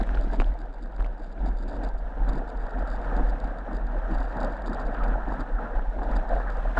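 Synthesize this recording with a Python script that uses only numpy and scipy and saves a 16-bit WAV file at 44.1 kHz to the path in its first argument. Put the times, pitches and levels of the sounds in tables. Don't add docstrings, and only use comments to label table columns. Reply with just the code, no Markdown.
import sys
import numpy as np
from scipy import signal
from scipy.fft import rfft, irfft, next_fast_len
from scipy.io import wavfile
from scipy.ndimage import uniform_filter1d, map_coordinates

SR = 44100
rng = np.random.default_rng(int(sys.argv[2]) if len(sys.argv) > 2 else 0)


def to_wav(sig):
    pcm = np.clip(np.atleast_2d(sig), -1, 1) * 32767
    pcm = np.round(pcm).astype(np.int16)
    wavfile.write(sys.argv[1], SR, pcm.T)


N = 299770

# time in seconds, then relative levels in dB
FLOW = [(0.0, -47.5, -53.5, -66.5), (0.36, -45, -52.5, -63), (0.56, -47.5, -53.5, -69),
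        (0.9, -48, -56, -71.5), (1.25, -47.5, -55, -70), (1.8, -50.5, -60, -75), (2.1, -44, -50.5, -68),
        (2.7, -40.5, -45, -66), (3.25, -37, -41.5, -61), (3.65, -43, -48, -68), (4.3, -43.5, -46.5, -67.5),
        (5.0, -37.5, -41.5, -65), (5.52, -41.5, -45.5, -65), (5.66, -41, -46.5, -70),
        (5.9, -45.5, -51, -66.5), (6.05, -39, -47, -64), (6.5, -44, -45, -65.5), (6.8, -46.5, -49.5, -64)]
# centre in seconds, half length in seconds, then relative
# levels in dB of bending and of hull drumming, and the surge of the whitewater in dB.
BUMPS = [(0.006, 0.022, -20, -31.5, 10.5), (0.165, 0.16, -22, -40, 4.5), (0.335, 0.013, -36.5, -32.5, 6.5),
         (0.393, 0.032, -22, -32, 0), (0.462, 0.076, -22, -44.5, 1), (0.663, 0.12, -34, -48.5, 0),
         (0.847, 0.067, -30, -47, -0.5), (1.042, 0.11, -28.5, -46.5, 1), (1.249, 0.13, -35.5, -48.5, -1.5),
         (1.46, 0.08, -22.5, -37.5, 8), (1.596, 0.11, -26.5, -50, 0.5), (1.754, 0.15, -32, -39, 8.5),
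         (1.846, 0.039, -27, -38.5, 7.5), (1.992, 0.15, -28.5, -51.5, 0.5), (2.218, 0.054, -22, -42, 1.5),
         (2.302, 0.029, -20, -36, 4.5), (2.362, 0.052, -30.5, -33.5, 2.5), (2.6, 0.046, -26.5, -63, -0.5),
         (2.789, 0.04, -24, -34.5, 2), (2.936, 0.091, -27, -65, -1), (3.173, 0.09, -24, -37, 2),
         (3.296, 0.12, -23, -44, -1.5), (3.464, 0.045, -24, -47, 1), (3.731, 0.055, -28.5, -37, 3),
         (3.839, 0.078, -25, -43, 1), (3.957, 0.055, -25, -40, 2.5), (4.12, 0.039, -33, -33, 0),
         (4.16, 0.14, -23.5, -48, 6.5), (4.424, 0.09, -30, -34, 6.5), (4.717, 0.076, -27.5, -36, 2),
         (4.801, 0.034, -38.5, -47, 4), (4.853, 0.035, -25, -42, -0.5), (5.085, 0.11, -22.5, -38, 2.5),
         (5.314, 0.048, -33, -35.5, 2.5), (5.404, 0.027, -27.5, -37, 3.5), (5.543, 0.035, -23.5, -58, -2),
         (5.648, 0.05, -36.5, -40, 5.5), (5.775, 0.064, -24.5, -43.5, 4.5), (5.887, 0.029, -25, -56, 1),
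         (5.997, 0.071, -28, -41.5, 1), (6.156, 0.087, -22, -41, 5), (6.345, 0.058, -23, -38, 5.5),
         (6.536, 0.13, -26.5, -46, 3), (6.683, 0.1, -26, -44.5, 3.5), (6.788, 0.023, -20, -34, 17.5)]
RELEASE = 0.98
FROTH_SHARE, SPRAY_SHARE = 1, 0.96

# frequency in Hz, relative density in dB per Hz.
CHURN_SPECTRUM = [(150, -23), (380, -15), (490, -3), (570, -3), (660, 1), (820, 0), (970, -3.5),
                  (1100, -23), (1600, 0), (2200, -40.5), (4000, -79.5)]
FROTH_SPECTRUM = [(600, -28), (1000, -4), (1120, -7.5), (1300, -2), (1550, -3.5), (1780, -4), (1900, -7.5),
                  (2050, -27.5), (2600, -18), (5000, -62)]
SPRAY_SPECTRUM = [(900, -14.5), (2000, 3), (2500, -3), (3100, -4.5), (3900, -5), (4500, -12), (5600, -14.5),
                  (6600, -17.5), (8400, -19.5), (9500, -24.5), (10500, -41)]
HULL_SPECTRUM = [(40, -3), (80, -13), (130, -10), (200, -1.5), (265, 2.5), (330, -0.5), (420, -5),
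                 (700, -22.5), (1500, -59)]
BENDING_SPECTRUM = [(10, -9.5), (19, 2), (25, 5), (31, 0), (42, -7), (54, -5.5), (70, -18.5), (90, -37),
                    (130, -71.5)]
# depth in dB, width in Hz, length in seconds.
CLUMPS = (1.0, 130, .045)
CHURN_WASH, FROTH_WASH = 1.9, 1.3

# start in seconds, peak in dB before the shell's
# low-pass, central pitch in Hz, spread of the bubble onsets in seconds.
GULPS = [(0.173, -26.5, 1380, 0.0025), (0.208, -32.5, 565, 0.009), (0.3, -36, 1600, 0.0038),
         (0.335, -27, 715, 0.019), (2.418, -29, 695, 0.0057), (3.149, -35, 700, 0.022),
         (3.176, -28, 660, 0.024), (3.319, -35, 630, 0.013), (4.364, -28.5, 860, 0.024),
         (4.38, -28.5, 610, 0.02), (4.421, -37, 720, 0.021), (4.785, -25, 680, 0.0046),
         (5.002, -26.5, 1260, 0.02), (5.32, -24, 805, 0.0044), (5.584, -28.5, 1340, 0.0088),
         (5.596, -29, 830, 0.01), (5.986, -28, 845, 0.011), (6.026, -25, 695, 0.0085),
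         (6.088, -27, 620, 0.0053), (6.236, -26.5, 627, 0.0057), (6.253, -30, 810, 0.014),
         (6.301, -22.5, 690, 0.014), (6.319, -21.5, 660, 0.017), (6.36, -22.5, 680, 0.027),
         (6.473, -26.5, 1690, 0.03), (6.58, -31, 700, 0.01), (6.651, -24, 660, 0.0098),
         (6.773, -18, 1490, 0.0083), (6.776, -18, 733, 0.0042)]
# centre in seconds, level in dB, length in seconds.
SHEETS = [(0.115, -61, 0.19), (0.432, -58, 0.071), (1.038, -66, 0.073), (4.993, -51.5, 0.12),
          (5.645, -60, .06)]
# start in seconds, ping relative level in dB, ping pitch in Hz,
# knock relative level in dB, knock pitch in Hz, crack relative level in dB.
DROPS = [(0.012, -33, 3950, -33, 745, -50.5), (0.0323, -37.5, 3400, -32, 810, -39.5),
         (0.036, -32, 1740, -42, 900, -59), (0.067, -42.5, 7700, -40, 900, -54.5),
         (0.109, -43, 5800, -38, 905, -61), (0.0735, -48, 2300, -28.5, 950, -46),
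         (0.0918, -27, 1550, -43, 1400, -56), (0.112, -45, 2500, -37, 800, -60),
         (0.1466, -31.5, 3020, -33, 500, -54.5), (0.153, -36, 4300, -37, 600, -52),
         (0.1733, -39, 2290, -31, 1390, -56), (0.4006, -21, 2450, -20, 435, -37.5),
         (0.4009, -31.5, 3800, -19, 1150, -44), (0.4093, -31, 2470, -27, 900, -41.5),
         (0.412, -38, 3900, -34, 700, -49.5), (0.419, -37, 2270, -17.5, 900, -39),
         (0.4204, -38, 2500, -22, 786, -49.5), (0.43, -50, 3400, -30, 900, -65),
         (0.4442, -33.5, 3150, -56, 900, -65), (0.9924, -57, 2100, -28, 496, -71),
         (0.9825, -53, 3400, -35, 1200, -68), (0.998, -47, 2390, -31, 1200, -69),
         (1.0048, -43, 4450, -29.5, 800, -43.5), (1.007, -46, 2600, -29, 1050, -58),
         (1.0246, -41, 3700, -29, 800, -54), (1.028, -47, 6600, -45, 1400, -60),
         (1.0453, -33.5, 2200, -35, 497, -48.5), (1.0477, -41.5, 2650, -44, 900, -59),
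         (1.052, -43, 2900, -38, 700, -55), (1.062, -43, 2650, -28.5, 970, -58.5),
         (4.949, -38, 2900, -48, 900, -65)]
PING_CYCLES, KNOCK_CYCLES = 11, 4
OVERTONE, OVERTONE_SHARE = 1.55, 0.2
CRACK_T60_S = 0.009

# frequency in Hz, width in Hz, relative gain in dB.
MOUNT = [(3630, 236, 2), (3910, 200, 1.5), (4654, 280, 3.5), (5020, 480, -7), (6500, 300, -29.5),
         (7010, 160, -3.5), (7740, 530, -10.5), (9200, 620, -22)]
# time in seconds, relative level in dB.
CLACKS = [(0.2119, -46), (0.3343, -44.5), (0.5896, -51), (1.4596, -50), (1.5878, -55), (1.681, -50),
          (1.8465, -46), (1.8886, -48), (2.291, -46), (2.8742, -49), (2.914, -50), (3.1662, -45),
          (3.297, -47.5), (3.4015, -46), (3.4433, -48), (3.586, -50.5), (3.7315, -50), (3.8686, -51.5),
          (4.1485, -47), (4.2033, -48), (4.3695, -48), (4.4033, -43), (4.4313, -42), (4.4473, -40),
          (4.6204, -50), (4.6613, -51.5), (4.6788, -49), (4.7316, -45), (4.7963, -50), (5.037, -49),
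          (5.0816, -50), (5.2854, -53.5), (5.4065, -44.5), (5.4134, -50), (6.0327, -50), (6.04, -53),
          (6.156, -49), (6.1628, -46.5), (6.2916, -48), (6.5022, -47), (6.57, -50)]
# start in seconds, relative level in dB, length in seconds.
RATTLES = [(0.211, -65, 0.033), (0.313, -65.5, 0.022), (.338, -62, 0.012), (0.358, -63.5, .012),
           (0.398, -58.5, 0.016), (0.456, -71, .03), (0.537, -69, 0.0044), (0.596, -68, 0.024),
           (0.729, -69.5, .018), (0.784, -77.5, 0.05), (0.824, -65, 0.02), (0.858, -67, 0.0047),
           (0.917, -76, .012), (0.963, -63.5, 0.005), (1.065, -65, .004), (1.18, -72, 0.165),
           (1.464, -63.5, 0.026), (1.568, -67.5, 0.074), (1.686, -66, 0.09), (1.835, -58.5, 0.017),
           (1.868, -71, 0.03), (1.977, -69, 0.0195), (2.287, -58.5, 0.014), (2.331, -63.5, 0.053),
           (2.478, -65, 0.027), (2.569, -66, 0.0072), (2.597, -71, 0.045), (2.657, -67, .012),
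           (2.695, -67.5, .016), (2.787, -69.5, 0.04), (2.876, -65.5, 0.073), (2.926, -67, .046),
           (3.016, -69.5, .04), (3.163, -70, 0.018), (3.256, -68, 0.05), (3.475, -65, 0.0057),
           (3.745, -63, .03), (3.986, -66.5, .004), (4.104, -67.5, 0.021), (4.142, -64.5, 0.022),
           (4.182, -68, 0.054), (4.236, -70.5, 0.09), (4.406, -58.5, 0.009), (4.43, -67, 0.028),
           (4.498, -70.5, 0.085), (4.661, -60, 0.04), (4.736, -58.5, 0.015), (4.801, -63.5, 0.03),
           (4.854, -65, 0.024), (4.923, -68.5, 0.028), (5.041, -62, 0.011), (5.313, -66.5, 0.025),
           (5.398, -63, 0.01), (6.113, -60, .004), (6.162, -53, 0.008), (6.335, -72.5, 0.091),
           (6.522, -71, .03)]
CLACK_DB = 12

# start in seconds, peak in dB, length in seconds.
SLAPS = [(0.106, -34, .02), (0.149, -31, .025), (0.203, -35, 0.014), (0.331, -30.5, 0.017),
         (0.415, -31, 0.04), (0.859, -36, 0.008), (0.968, -37, 0.0061), (1.006, -32, .02),
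         (1.05, -40, 0.038), (1.303, -41, 0.0093), (2.288, -32, 0.036), (2.585, -36, 0.013),
         (4.679, -26, 0.027), (5.395, -28, 0.063), (5.793, -25, 0.013), (6.018, -24.5, 0.016),
         (6.162, -26, 0.02), (6.4, -23, 0.056), (6.775, -26, 0.018)]
# start in seconds, relative level in dB, pitch in Hz.
THUDS = [(0.403, -30, 292), (0.825, -32, 238), (1.426, -26, 220), (1.475, -23, 243), (1.841, -36, 267),
         (2.279, -26, 255), (2.772, -25.5, 252), (3.129, -27, 271), (4.103, -29, 255), (4.198, -24, 262),
         (4.235, -29, 255), (4.407, -22, 255), (4.438, -25, 235), (5.392, -28, 250), (6.097, -20.5, 256),
         (6.152, -22.5, 244), (6.778, -24, 231)]
# start in seconds, relative level of its bending in dB.
LANDINGS = [(0.993, -15), (2.29, -18.5), (2.764, -25.5), (4.405, -17.5)]
LANDING_RISE_S, LANDING_T60_S = 0.016, 0.44
FLEX_LAG_S = 0.0066
IDLE_FLEX_DB, IDLE_CHOP_DB = 7.5, -5
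FLEX_LIMIT_DB = -17.5
FLUTTER_DB, BUFFET_DB = 2.4, -5.5
FLEX_TOP_HZ, TOP_HZ = 78, 10250


def amp(db):
    return 10 ** (np.asarray(db) / 20)


def unit(x):
    return x / np.sqrt(np.mean(x ** 2) + 1e-20)


def curves(rows):
    s, *columns = np.transpose(rows)
    return [np.interp(np.arange(N) / SR, s, column) for column in columns]


def smooth(points):
    return np.interp(np.linspace(0, 1, N), np.linspace(0, 1, len(points)), points)


def wobble(rate):
    return map_coordinates(rng.standard_normal(4096), [np.arange(N) * rate / SR], mode="wrap")


def filtered(x, response):
    size = next_fast_len(N + SR // 2)
    return irfft(rfft(x, size) * response(np.fft.rfftfreq(size, 1 / SR)), size)[:N]


def coloured(x, spectrum):
    f, db = np.transpose(spectrum)

    def response(hz):
        return amp(np.interp(np.log(hz + 1), np.log(f), db, left=-120, right=-120))

    return unit(filtered(x, response))


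def add(track, s, sound):
    part = track[max(round(s * SR), 0):][:len(sound)]
    part += sound[:len(part)]


def ring(t, hz, cycles, rise=0):
    age = np.maximum(t, 0) * hz / cycles
    return amp(-60 * age) * np.sin(2 * np.pi * cycles * age * (1 + rise * age / 2))


def bubbles(count, low_hz, high_hz, cycles, spread_db, rise, size=1024, swell=0):
    when, pitch, strength = rng.random((count, 3)).T[:, :, None]
    hz, t = low_hz * (high_hz / low_hz) ** pitch, np.arange(size) / SR
    gain = amp(-spread_db * np.log(np.maximum(strength, 1 / 50)))
    grains = gain * ring(t, hz, cycles, rise)
    if swell:
        grains = grains * np.minimum(t * hz / swell, 1)
    places = (when * N).astype(int) + np.arange(size)
    return unit(np.bincount(places.ravel(), grains.ravel(), N)[:N])


def clumped(x, size=1024):
    depth_db, width_hz, length_s = CLUMPS
    hz, t, z = signal.stft(x, SR, nperseg=size)
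    field = uniform_filter1d(rng.standard_normal(z.shape), round(width_hz / hz[1]), axis=0)
    field = uniform_filter1d(field, round(length_s / t[1]), axis=1)
    return signal.istft(z * amp(depth_db * unit(field)), SR, nperseg=size)[1][:N]


def bumps(lag=0):
    s, length = np.transpose(BUMPS)[:2, :, None]
    u = (np.linspace(0, N / SR, 4096) - s - lag) / length
    return np.exp(-(u / np.where(u < 0, 1, RELEASE)) ** 2)


def shaking(bump_db, idle_db, lag=0):
    bump_power = smooth(amp(bump_db) ** 2 @ bumps(lag) ** 2)
    idle_power = amp(curves(FLOW)[0] + idle_db) ** 2
    return 10 * np.log10(bump_power + idle_power)


def whitewater():
    churn_db, foam_db, spray_db = curves(FLOW)
    surge_db = smooth(np.transpose(BUMPS)[4] @ bumps()) + 0.68 * wobble(38)
    large = bubbles(4000, 400, 1100, cycles=18, spread_db=1.9, rise=0.12, size=1280, swell=2)
    small = bubbles(7000, 959, 2166, cycles=24.6, spread_db=1.5, rise=0.026)
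    fizz = bubbles(9000, 1830, 9000, cycles=17.0, spread_db=4.5, rise=0.15, size=256)

    churn = coloured(clumped(large + CHURN_WASH * rng.standard_normal(N)), CHURN_SPECTRUM)
    froth = coloured(clumped(small + FROTH_WASH * rng.standard_normal(N)), FROTH_SPECTRUM)
    spray = coloured(fizz + 2.5 * rng.standard_normal(N), SPRAY_SPECTRUM)
    churn *= amp(churn_db + 0.08 + surge_db)
    froth *= amp(foam_db - 1.93 + FROTH_SHARE * surge_db)
    spray *= amp(spray_db + 2.0 + SPRAY_SHARE * surge_db)
    return churn + froth + spray


def gulps(count=6):
    out, t, order = np.zeros(N), np.arange(SR // 8) / SR, np.arange(count)[:, None]
    for s, db, hz, length in GULPS:
        delay, detune = rng.random((2, count, 1))
        starts = length * (order + delay * (order > 0)) / count
        pitches = hz * 2 ** (0.17 * (detune - 0.5))
        rings = ring(t - starts, pitches, cycles=19.0, rise=0.034)
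        cluster = (rings / (1 + 0.066 * order)).sum(0)
        add(out, s, amp(db) * cluster / np.abs(cluster).max())
    return filtered(out, lambda hz: 1 / np.sqrt(1 + (hz / 1800) ** 16))


def sheets():
    t = np.arange(N) / SR
    cover = sum(amp(db) * np.exp(-(2 * (t - s) / length) ** 4) for s, db, length in SHEETS)
    droplets = bubbles(3000, 1000, 7000, cycles=7, spread_db=4, rise=0.08, size=640)
    spectrum = [(700, 9.0), (1400, 4.0), (2600, 2), (4000, -7.5), (6500, -22.0), (9500, -18)]
    return cover * coloured(droplets, spectrum)


def drops(shell_hz=7000, crack_hz=3500):
    out, cracks, t = np.zeros(N), np.zeros(N), np.arange(SR // 25) / SR
    for s, ping_db, ping_hz, knock_db, knock_hz, crack_db in DROPS:
        ping = ring(t, ping_hz, PING_CYCLES)
        ping += OVERTONE_SHARE * ring(t, OVERTONE * ping_hz, PING_CYCLES)
        ping *= 1 - np.exp(-t / 0.00028)
        knock = ring(t, knock_hz, KNOCK_CYCLES) * (1 - np.exp(-t / 0.00014))
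        add(out, s, 1.8 * amp(ping_db) * ping + amp(knock_db) * knock / np.abs(knock).max())
        burst = rng.standard_normal(len(t)) * amp(crack_db - 60 * t / CRACK_T60_S)
        add(cracks, s, 0.78 * burst)

    def crack_band(hz):
        return 1j * hz / (crack_hz + 1j * hz) / np.sqrt(1 + (hz / 9000) ** 10)

    return filtered(out + filtered(cracks, crack_band), lambda hz: 1 / (1 + 1j * hz / shell_hz))


def plastic(f):
    total = 0
    for k, (centre, width, db) in enumerate(MOUNT):
        mode = 1j * f * width / (centre * centre - f * f + 1j * f * width)
        total = total + (-1) ** k * amp(db) * mode
    return total


def mount(count=48):
    ticks = np.zeros(N)
    for s, db in CLACKS:
        add(ticks, s, amp([db + CLACK_DB]))
    for s, db, length in RATTLES:
        gaps = 0.002 + rng.exponential(0.003, count)
        sizes = amp(rng.normal(0, 4.5, count))
        delays = np.cumsum(gaps) - gaps[0]
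        inside = delays < length
        sizes = sizes[inside] * np.sqrt(length * SR / np.sum(sizes[inside] ** 2))
        ticks += np.bincount(((s + delays[inside]) * SR).astype(int), amp(db) * sizes, N)[:N]
    stray = (rng.random(N) < 30 / SR) * amp(-56.0 + 3 * rng.standard_normal(N))
    return amp(13.5) * filtered(ticks + stray, plastic)


def slaps(wash=0.26):
    out, t = np.zeros(N), np.arange(SR // 10) / SR
    shell = signal.cheby1(6, 1, [230, 1750], "band", fs=SR, output="sos")
    for s, db, length in SLAPS:
        push = ring(t, 910, cycles=2.4)
        burst = wash * rng.standard_normal(len(t)) * amp(-40 * t / length)
        smack = signal.sosfilt(shell, push + 2 * burst)
        add(out, s, amp(db) * smack / np.abs(smack).max())
    return out


def thuds(cycles=16, rise_s=0.0048):
    out, t = np.zeros(N), np.arange(SR // 6) / SR
    for s, db, hz in THUDS:
        lower_hz = 0.68 * hz * amp(rng.normal(0, 0.31))
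        boom = ring(t, hz, cycles) + 0.5 * ring(t, lower_hz, cycles / 2)
        add(out, s, amp(db) * boom * (1 - np.exp(-t / rise_s)))
    return out


def hull():
    chop_db = shaking(np.transpose(BUMPS)[3], IDLE_CHOP_DB)
    drumming = bubbles(1800, 90.0, 385, cycles=7.1, spread_db=2.0, rise=0, size=2048)
    wash = coloured(rng.standard_normal(N), [(50, 0.0037), (900, 0.016)])
    return amp(chop_db - 0.4) * coloured(drumming + 0.6 * wash, HULL_SPECTRUM)


def bending():
    power = amp(shaking(np.transpose(BUMPS)[2], IDLE_FLEX_DB, FLEX_LAG_S)) ** 2
    for s, db in LANDINGS:
        age = np.maximum(np.arange(N) / SR - s, 0)
        kick = amp(db - 60 * age / LANDING_T60_S) * (1 - np.exp(-age / LANDING_RISE_S))
        power = power + kick ** 2
    return np.minimum(10 * np.log10(power), FLEX_LIMIT_DB)


def board(mode_hz=39.0, wander_hz=2.86, level_db=0.18):
    flex_db = bending()
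    calm = amp(-0.4 * (flex_db - flex_db.mean()))
    pitch_hz = mode_hz + wander_hz * calm * wobble(16)
    swing = np.sin(2 * np.pi * np.cumsum(pitch_hz) / SR)
    buffet = amp(BUFFET_DB) * coloured(rng.standard_normal(N), BENDING_SPECTRUM)
    dips_db = -FLUTTER_DB * calm * np.minimum(np.abs(wobble(26)), 2)
    throb = amp(flex_db + level_db) * unit(amp(dips_db) * (unit(swing) + buffet))
    return filtered(throb, lambda hz: 1 / np.sqrt(1 + (hz / FLEX_TOP_HZ) ** 10))


def scene():
    water = whitewater() + gulps() + sheets()
    housing = drops() + mount()
    surfboard = slaps() + thuds() + hull() + board()
    return (water + housing + surfboard)[None]


def record(dry):
    return filtered(dry[0], lambda hz: hz < TOP_HZ)[None]


dry = scene()
out = record(dry)
to_wav(out)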